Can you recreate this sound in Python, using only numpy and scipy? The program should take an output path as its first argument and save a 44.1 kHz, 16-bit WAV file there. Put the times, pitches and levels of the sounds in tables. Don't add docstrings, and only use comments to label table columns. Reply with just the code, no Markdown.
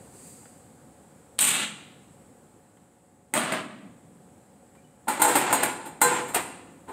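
import sys
import numpy as np
from scipy import signal
from scipy.io import wavfile
from scipy.ndimage import uniform_filter1d

SR = 44100
rng = np.random.default_rng(int(sys.argv[2]) if len(sys.argv) > 2 else 0)


def master(y):
    cut = np.clip(np.atleast_2d(y).T, -1, 1)
    pcm = np.round(cut * 32767)
    wavfile.write(sys.argv[1], SR, pcm.astype(np.int16))


def linear_from_db(decibels):
    return 10 ** (np.asarray(decibels, float) / 20)


N = 305172

# freq_hz, density_db_per_hz
PRESS_COLOUR = [(59, -37.5), (100, -7.5), (240, 5), (343, 2.5), (481, -2.5), (634, 7), (854, 0.5),
                (1200, 5), (2370, 0), (3800, -7.5), (5770, -19), (8460, 3.5), (11000, -13), (14100, -12.5),
                (16000, -22)]
# centre_hz, level_db, t60_s
TUBE_MODES = [(307, -17.5, 0.073), (350, -20.5, 0.15), (846.4, -8, 0.23), (891.7, 0.5, 0.092),
              (1002.5, -10, 0.2), (1434, -1.5, 0.052), (1786, -23, 0.32), (2080, -3.5, 0.024),
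              (2350, -28, 1), (4080, -21, 0.45), (6850, -13.5, 0.25), (7420, -14.5, 0.56), (7500, -9, 0.15),
              (8320, -9.5, 0.37), (8500, -20.5, 0.19), (8700, -20, 0.23), (13400, -24, 0.068)]


def evened(x):
    return x / np.sqrt(np.mean(x ** 2) + 1e-20)


def read(points, hz):
    f, value = np.transpose(points)
    return np.interp(np.log(hz + 1), np.log(f + 1), value)


def add(mix, start_s, sound):
    part = mix[round(start_s * SR):][:len(sound)]
    part += sound[:len(part)]


def wander(t, step_s, count):
    return np.interp(t, np.arange(count) * step_s, rng.standard_normal(count))


def noise(colour, patchy_db):
    hz = np.fft.rfftfreq(1024, 1 / SR)
    real, imag, patches = rng.standard_normal((N // 256 + 5, 513, 3)).T
    patches = uniform_filter1d(patches, size=12, axis=0)
    patches = evened(uniform_filter1d(patches, size=14, axis=1))
    gain_db = read(colour, hz)[:, None] + patchy_db * patches
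    spectra = (real + 1j * imag) * linear_from_db(gain_db)
    return evened(signal.istft(spectra, nperseg=1024, noverlap=768)[1][:N])


def room_noise():
    # freq_hz, density_db_per_hz
    air_colour = [(29, -65), (50, -38.5), (85, -4.5), (211, -4), (244, -3), (341, -11), (551, -8.5),
                  (637, -20), (735, -12), (957, -19), (1740, -25), (2690, -31.5), (5930, -37.5),
                  (7920, -21), (11500, -36.5), (15500, -40.5)]
    # time_s, level_db
    air_drift = [(0, -49.5), (.5, -53), (2.2, -53.5), (3.2, -59.5), (4.2, -55), (5, -56), (6.92, -53.5)]
    time_s, level_db = np.transpose(air_drift)
    return linear_from_db(np.interp(np.arange(N) / SR, time_s, level_db)) * noise(air_colour, patchy_db=0.7)


def machinery_hum():
    # freq_hz, mean_level_db
    hum_tones = [(549.1, -70), (729, -69), (850.6, -72.5)]
    t = np.arange(N) / SR
    out = np.zeros(N)
    for hz, db in hum_tones:
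        level = linear_from_db(db + 1.3 * wander(t, 1 / 25, 300))
        cycles = hz * t + 0.073 * wander(t, 1 / 25, 300)
        out += level * np.sin(2 * np.pi * cycles)
    return out


def opening_hiss():
    # freq_hz, density_db_per_hz
    hiss_colour = [(1470, -20), (2500, -18), (3570, -24), (4800, -9.5), (5440, -23), (6550, -9.5),
                   (8330, 0.5), (9010, -6.5), (11600, -16.5), (15300, -21), (16000, -23)]
    steady_db, swell_db, fade_db_per_s = -60.5, 11, 39
    swell_s, peak_s = 0.11, 0.27
    t = np.arange(N) / SR
    swell = np.sqrt(np.clip((t - swell_s) / (peak_s - swell_s), 0, 1))
    level_db = steady_db + swell_db * swell - fade_db_per_s * np.maximum(t - peak_s, 0)
    return linear_from_db(level_db) * noise(hiss_colour, patchy_db=1.2)


def causal(db):
    log_gain = np.log(linear_from_db(np.maximum(np.r_[db, db[-2:0:-1]], -90)))
    taps = np.fft.ifft(np.exp(log_gain - 1j * signal.hilbert(log_gain).imag)).real[:2048]
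    return taps / np.linalg.norm(taps)


def room(tail_db=-7.5):
    # freq_hz, t60_s
    tail_t60 = [(100, 3.24), (400, 0.96), (1500, 0.81), (3500, 0.81), (8000, 0.64), (11000, 0.45),
                (15000, 0.25)]
    # delay_s, level_db
    echo_list = [(.0035, -10), (.008, -12), (.013, -12), (.021, -14)]
    t = np.arange(5 * SR // 4) / SR
    hz, frame_t, z = signal.stft(rng.standard_normal(len(t)), SR, nperseg=256)
    decay = linear_from_db(-60 * frame_t / read(tail_t60, hz)[:, None])
    tail = signal.istft(z * decay, SR, nperseg=256)[1][:len(t)]
    tail *= 1 - np.exp(-t / 0.009)
    out = linear_from_db(tail_db) * tail / np.linalg.norm(tail)
    out[0] = 1
    for delay_s, db in echo_list:
        out[round(delay_s * SR)] += linear_from_db(db) * rng.choice([-1, 1])
    return out


def ring(modes, tilt=0):
    t = np.arange(SR // 2) / SR
    f, db, t60 = np.transpose(modes * 2)[:, :, None]
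    detune, level_draw = rng.standard_normal((2, *f.shape))
    db = db + tilt * np.log2(f / 1000) + 1.5 * level_draw - 23
    pairs = linear_from_db(db - 60 * t / t60) * np.sin(2 * np.pi * f * (1 + 0.003 * detune) * t)
    thin = signal.butter(2, 200, "high", fs=SR, output="sos")
    return signal.sosfilt(thin, pairs.sum(0)) * np.minimum(1, 5 - 10 * t)


def blow(colour, rise_s, blow_db, tilt, ring_db, rattle_t60_s):
    crack_db, crack_rise_s = 5.5, 0.0019
    t, hz = np.arange(SR // 2) / SR, np.fft.rfftfreq(4096, 1 / SR)
    onset = np.minimum(t / rise_s, 1)
    rattle = rng.standard_normal(len(t)) * linear_from_db(-60 * t / rattle_t60_s) * onset
    rattle = linear_from_db(7.5) * rattle / np.linalg.norm(rattle)
    rattle[0] += linear_from_db(crack_db) * np.exp(-rise_s / crack_rise_s)
    response = causal(read(colour, hz) + tilt * np.log2(hz / 2000 + 0.01))
    body = signal.fftconvolve(rattle, response)[:len(t)]
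    return linear_from_db(blow_db) * (body + linear_from_db(ring_db) * onset * ring(TUBE_MODES, tilt))


def add_blows(mix, table, colour):
    hardest_rise_s, softening = 0.0013, 1.2
    hardest_db = max(row[1] for row in table)
    for start_s, db, *how in table:
        rise_s = hardest_rise_s * linear_from_db(softening * (hardest_db - db))
        add(mix, start_s, signal.fftconvolve(blow(colour, rise_s, db, *how), room()))


def touches(mix):
    # start_s, level_db, tilt_db_per_octave, tube_ring_db, rattle_t60_s
    tick_blows = [(.415, -42, -0.13, 1, 0.055), (.455, -36, -1.7, -27, 0.032), (2.77, -43, -1.3, -4, 0.024),
                  (4.75, -40, -1.2, -27, 0.083)]
    add_blows(mix, tick_blows, PRESS_COLOUR)


def chatter(colour, hold_s, start_db, sag, treble_db):
    treble_sag_db_per_s, top_sag_db_per_s, settle_db_per_s = 69.5, 44.5, 243
    rise_s, clump_db, impacts_per_s = 0.012, 1.1, 3500
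    t, hz = np.arange(SR // 2) / SR, np.fft.rfftfreq(4096, 1 / SR)
    level_db = start_db - sag * t - settle_db_per_s * np.maximum(t - hold_s, 0)
    level_db = level_db + clump_db * wander(t, 1 / 100, 51)
    bright_db = treble_db - treble_sag_db_per_s * np.minimum(t, hold_s)
    chance, size = rng.random((len(t), 2)).T
    sign = np.sign(chance * SR % 2 - 1)
    taps = (chance < impacts_per_s / SR) * linear_from_db(-2.2 * np.log(size + 4e-3)) * sign
    struck = linear_from_db(-39.5) * ring(TUBE_MODES)
    add(struck, 0, causal(read(colour, hz)))
    full = evened(signal.oaconvolve(taps, struck)[:len(t)])
    low = signal.sosfilt(signal.butter(4, 5500, fs=SR, output="sos"), full)
    high = signal.sosfilt(signal.butter(4, [5500, 10500], "band", fs=SR, output="sos"), full)
    top = signal.sosfilt(signal.butter(4, 10500, "high", fs=SR, output="sos"), full)
    high = high + linear_from_db(-top_sag_db_per_s * t) * top
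    return linear_from_db(level_db) * (low + linear_from_db(bright_db) * high) * np.minimum(t / rise_s, 1)


def add_chatter(mix, table, colour):
    for start_s, *how in table:
        response = linear_from_db(-4) * room(tail_db=-11.5)
        add(mix, start_s, signal.fftconvolve(chatter(colour, *how), response))


def brake_release(mix):
    # start_s, level_db, tilt_db_per_octave, tube_ring_db, rattle_t60_s
    release_blows = [(1.384, -29, -3, -14, 0.0086), (1.3895, -2, 0, -16.5, 0.027),
                     (1.3995, -10.5, 1.5, -33, 0.06), (1.418, -16.5, -3.5, -2, 0.22)]
    # freq_hz, density_db_per_hz
    release_colour = [(59, -43.5), (100, -36.5), (210, -12.5), (705, -11.5), (950, -10.5), (1080, -12),
                      (2690, -2.5), (3900, -4), (5900, -18.5), (8640, 2), (13800, -20), (16000, -18.5)]
    # start_s, hold_s, level_db, sag_db_per_s, initial_treble_db
    release_chatter = [(1.4, 0.23, -22, 1, 9)]
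    # freq_hz, density_db_per_hz
    chatter_colour = [(59, -57), (100, -18.5), (210, -5), (373, -13.5), (492, -13.5), (1060, -11.5),
                      (1390, -5.5), (1580, -10), (2690, -3.5), (3900, -8.5), (5530, -26), (8280, 0),
                      (10500, -17.5), (13500, -13.5), (16000, -31)]
    add_blows(mix, release_blows, release_colour)
    add_chatter(mix, release_chatter, chatter_colour)


def brake_press(mix):
    # start_s, level_db, tilt_db_per_octave, tube_ring_db, rattle_t60_s
    press_blows = [(3.332, -31, -6, -20, .012), (3.3379, -4.5, 1, -6.5, 0.015),
                   (3.3748, -6.5, -1, -27, 0.022), (3.432, -12.5, -3, -14, 0.098),
                   (3.5215, -7, -1.5, -20, 0.079)]
    # start_s, hold_s, level_db, sag_db_per_s, initial_treble_db
    press_chatter = [(3.342, 0.19, -21, 42.8, -1.5), (3.525, .07, -23.5, 91, -13)]
    add_blows(mix, press_blows, PRESS_COLOUR)
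    add_chatter(mix, press_chatter, PRESS_COLOUR)


def squeak(hz, db, length_s):
    size = int(length_s * SR)
    wobble = 1 + 0.16 * uniform_filter1d(rng.standard_normal(SR // 8), size=300)[:size]
    return linear_from_db(db) * np.sin(2 * np.pi * np.cumsum(hz * wobble) / SR) * np.hanning(size)


def glove_squeaks(mix):
    # start_s, mean_pitch_hz, level_db, length_s
    squeak_list = [(4.765, 2365, -64, 0.039), (4.837, 2970, -61, 0.026)]
    for start_s, *how in squeak_list:
        add(mix, start_s, signal.fftconvolve(squeak(*how), room()))


def side_rail(mix):
    # start_s, level_db, tilt_db_per_octave, tube_ring_db, rattle_t60_s
    rail_blows = [(5.071, -14.5, -7.5, 5, 0.04), (5.081, -3.5, -2.25, -0.5, 0.21),
                  (5.196, -4.5, -3.5, 1, 0.3), (5.2185, 2.5, 0.4, -2.5, 0.1),
                  (5.247, -3.5, -3.5, 2.5, 0.13), (5.278, -1.5, -2.5, -5.5, 0.33),
                  (5.3553, 3, -2.1, -12, 0.2), (5.501, -9, -4, 6, 0.12), (5.527, 0.5, -0.6, -0.5, 0.11),
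                  (5.549, -11, -2, -16, 0.025), (5.6317, -1, -0.95, -6.5, 0.054),
                  (5.653, -17, 0, -4, 0.029), (5.85, -17.5, -2.8, 3, 0.11), (6.006, -21.5, -3, 3.5, 0.033),
                  (6.0155, 2, 1, 0, 0.13), (6.11, -8, -4, 3.5, 0.71), (6.275, -17, -2.7, -7, 0.14),
                  (6.336, -21, -3, 4, 0.016), (6.3453, -0.5, -0.9, -12.5, 0.086),
                  (6.876, -17.5, -5.5, 5, 0.23)]
    # freq_hz, density_db_per_hz
    rail_colour = [(76, -36), (130, -37), (285, -7.5), (565, -9.5), (1010, -3), (1120, -9.5), (1430, -7),
                   (4150, -17.5), (5850, -24.5), (8570, -1.5), (11600, -18), (13100, -7.5), (16000, -24)]
    # start_s, hold_s, level_db, sag_db_per_s, initial_treble_db
    rail_chatter = [(5.09, 0.088, -27.5, 31, -6), (5.23, 0.285, -22.5, 3.7, 1.5),
                    (5.53, 0.15, -23.5, 4.8, -17), (6.025, 0.17, -22.5, 18, -1),
                    (6.352, 0.04, -17.5, 157, -11.5)]
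    # freq_hz, density_db_per_hz
    rail_chatter_colour = [(35, -62), (60, -22.5), (274, -1.5), (417, -6.5), (492, -8.5), (732, -4),
                           (1010, -2.5), (1140, -6.5), (2350, -9), (5860, -26.5), (7940, -0.5),
                           (13300, -37), (16000, -32)]
    add_blows(mix, rail_blows, rail_colour)
    add_chatter(mix, rail_chatter, rail_chatter_colour)


def long_tube(db, hold_s):
    # centre_hz, level_db, t60_s (before the drop)
    long_modes = [(491, -10, 3.1), (1029.6, -2, 0.33), (1567, -13, 0.73), (1973, -17, 0.56)]
    rise_s, drop_db_per_s, flutter_db = 0.013, 400, 2.5
    t = np.arange(SR // 2) / SR
    level_db = db + flutter_db * wander(t, 1 / 60, 31)
    level_db = level_db - drop_db_per_s * np.maximum(t - hold_s, 0)
    return linear_from_db(level_db) * np.minimum(t / rise_s, 1) * ring(long_modes)


def long_tube_knocks(mix):
    # start_s, level_db, hold_s
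    knock_list = [(5.2183, -5.5, 0.11), (5.527, -7, 0.16), (6.02, 1.5, 0.164)]
    for start_s, *how in knock_list:
        add(mix, start_s, signal.fftconvolve(long_tube(*how), room(tail_db=-10.5)))


def scene():
    mix = room_noise() + machinery_hum() + opening_hiss()
    for source in (touches, brake_release, brake_press, glove_squeaks, side_rail, long_tube_knocks):
        source(mix)
    return np.array([mix, mix])


def low_pass(x):
    return signal.sosfilt(signal.butter(12, 16620, fs=SR, output="sos"), x)


def record(dry):
    bass_cut_hz, edge_hz = 85, 15750
    thin = signal.sosfilt(signal.butter(2, bass_cut_hz, "high", fs=SR, output="sos"), dry)
    edge = signal.firwin(301, edge_hz, window=("kaiser", 5), fs=SR)
    finished = signal.oaconvolve(thin, edge[None], "same")
    return low_pass(finished)


dry = scene()
out = record(dry)
master(out)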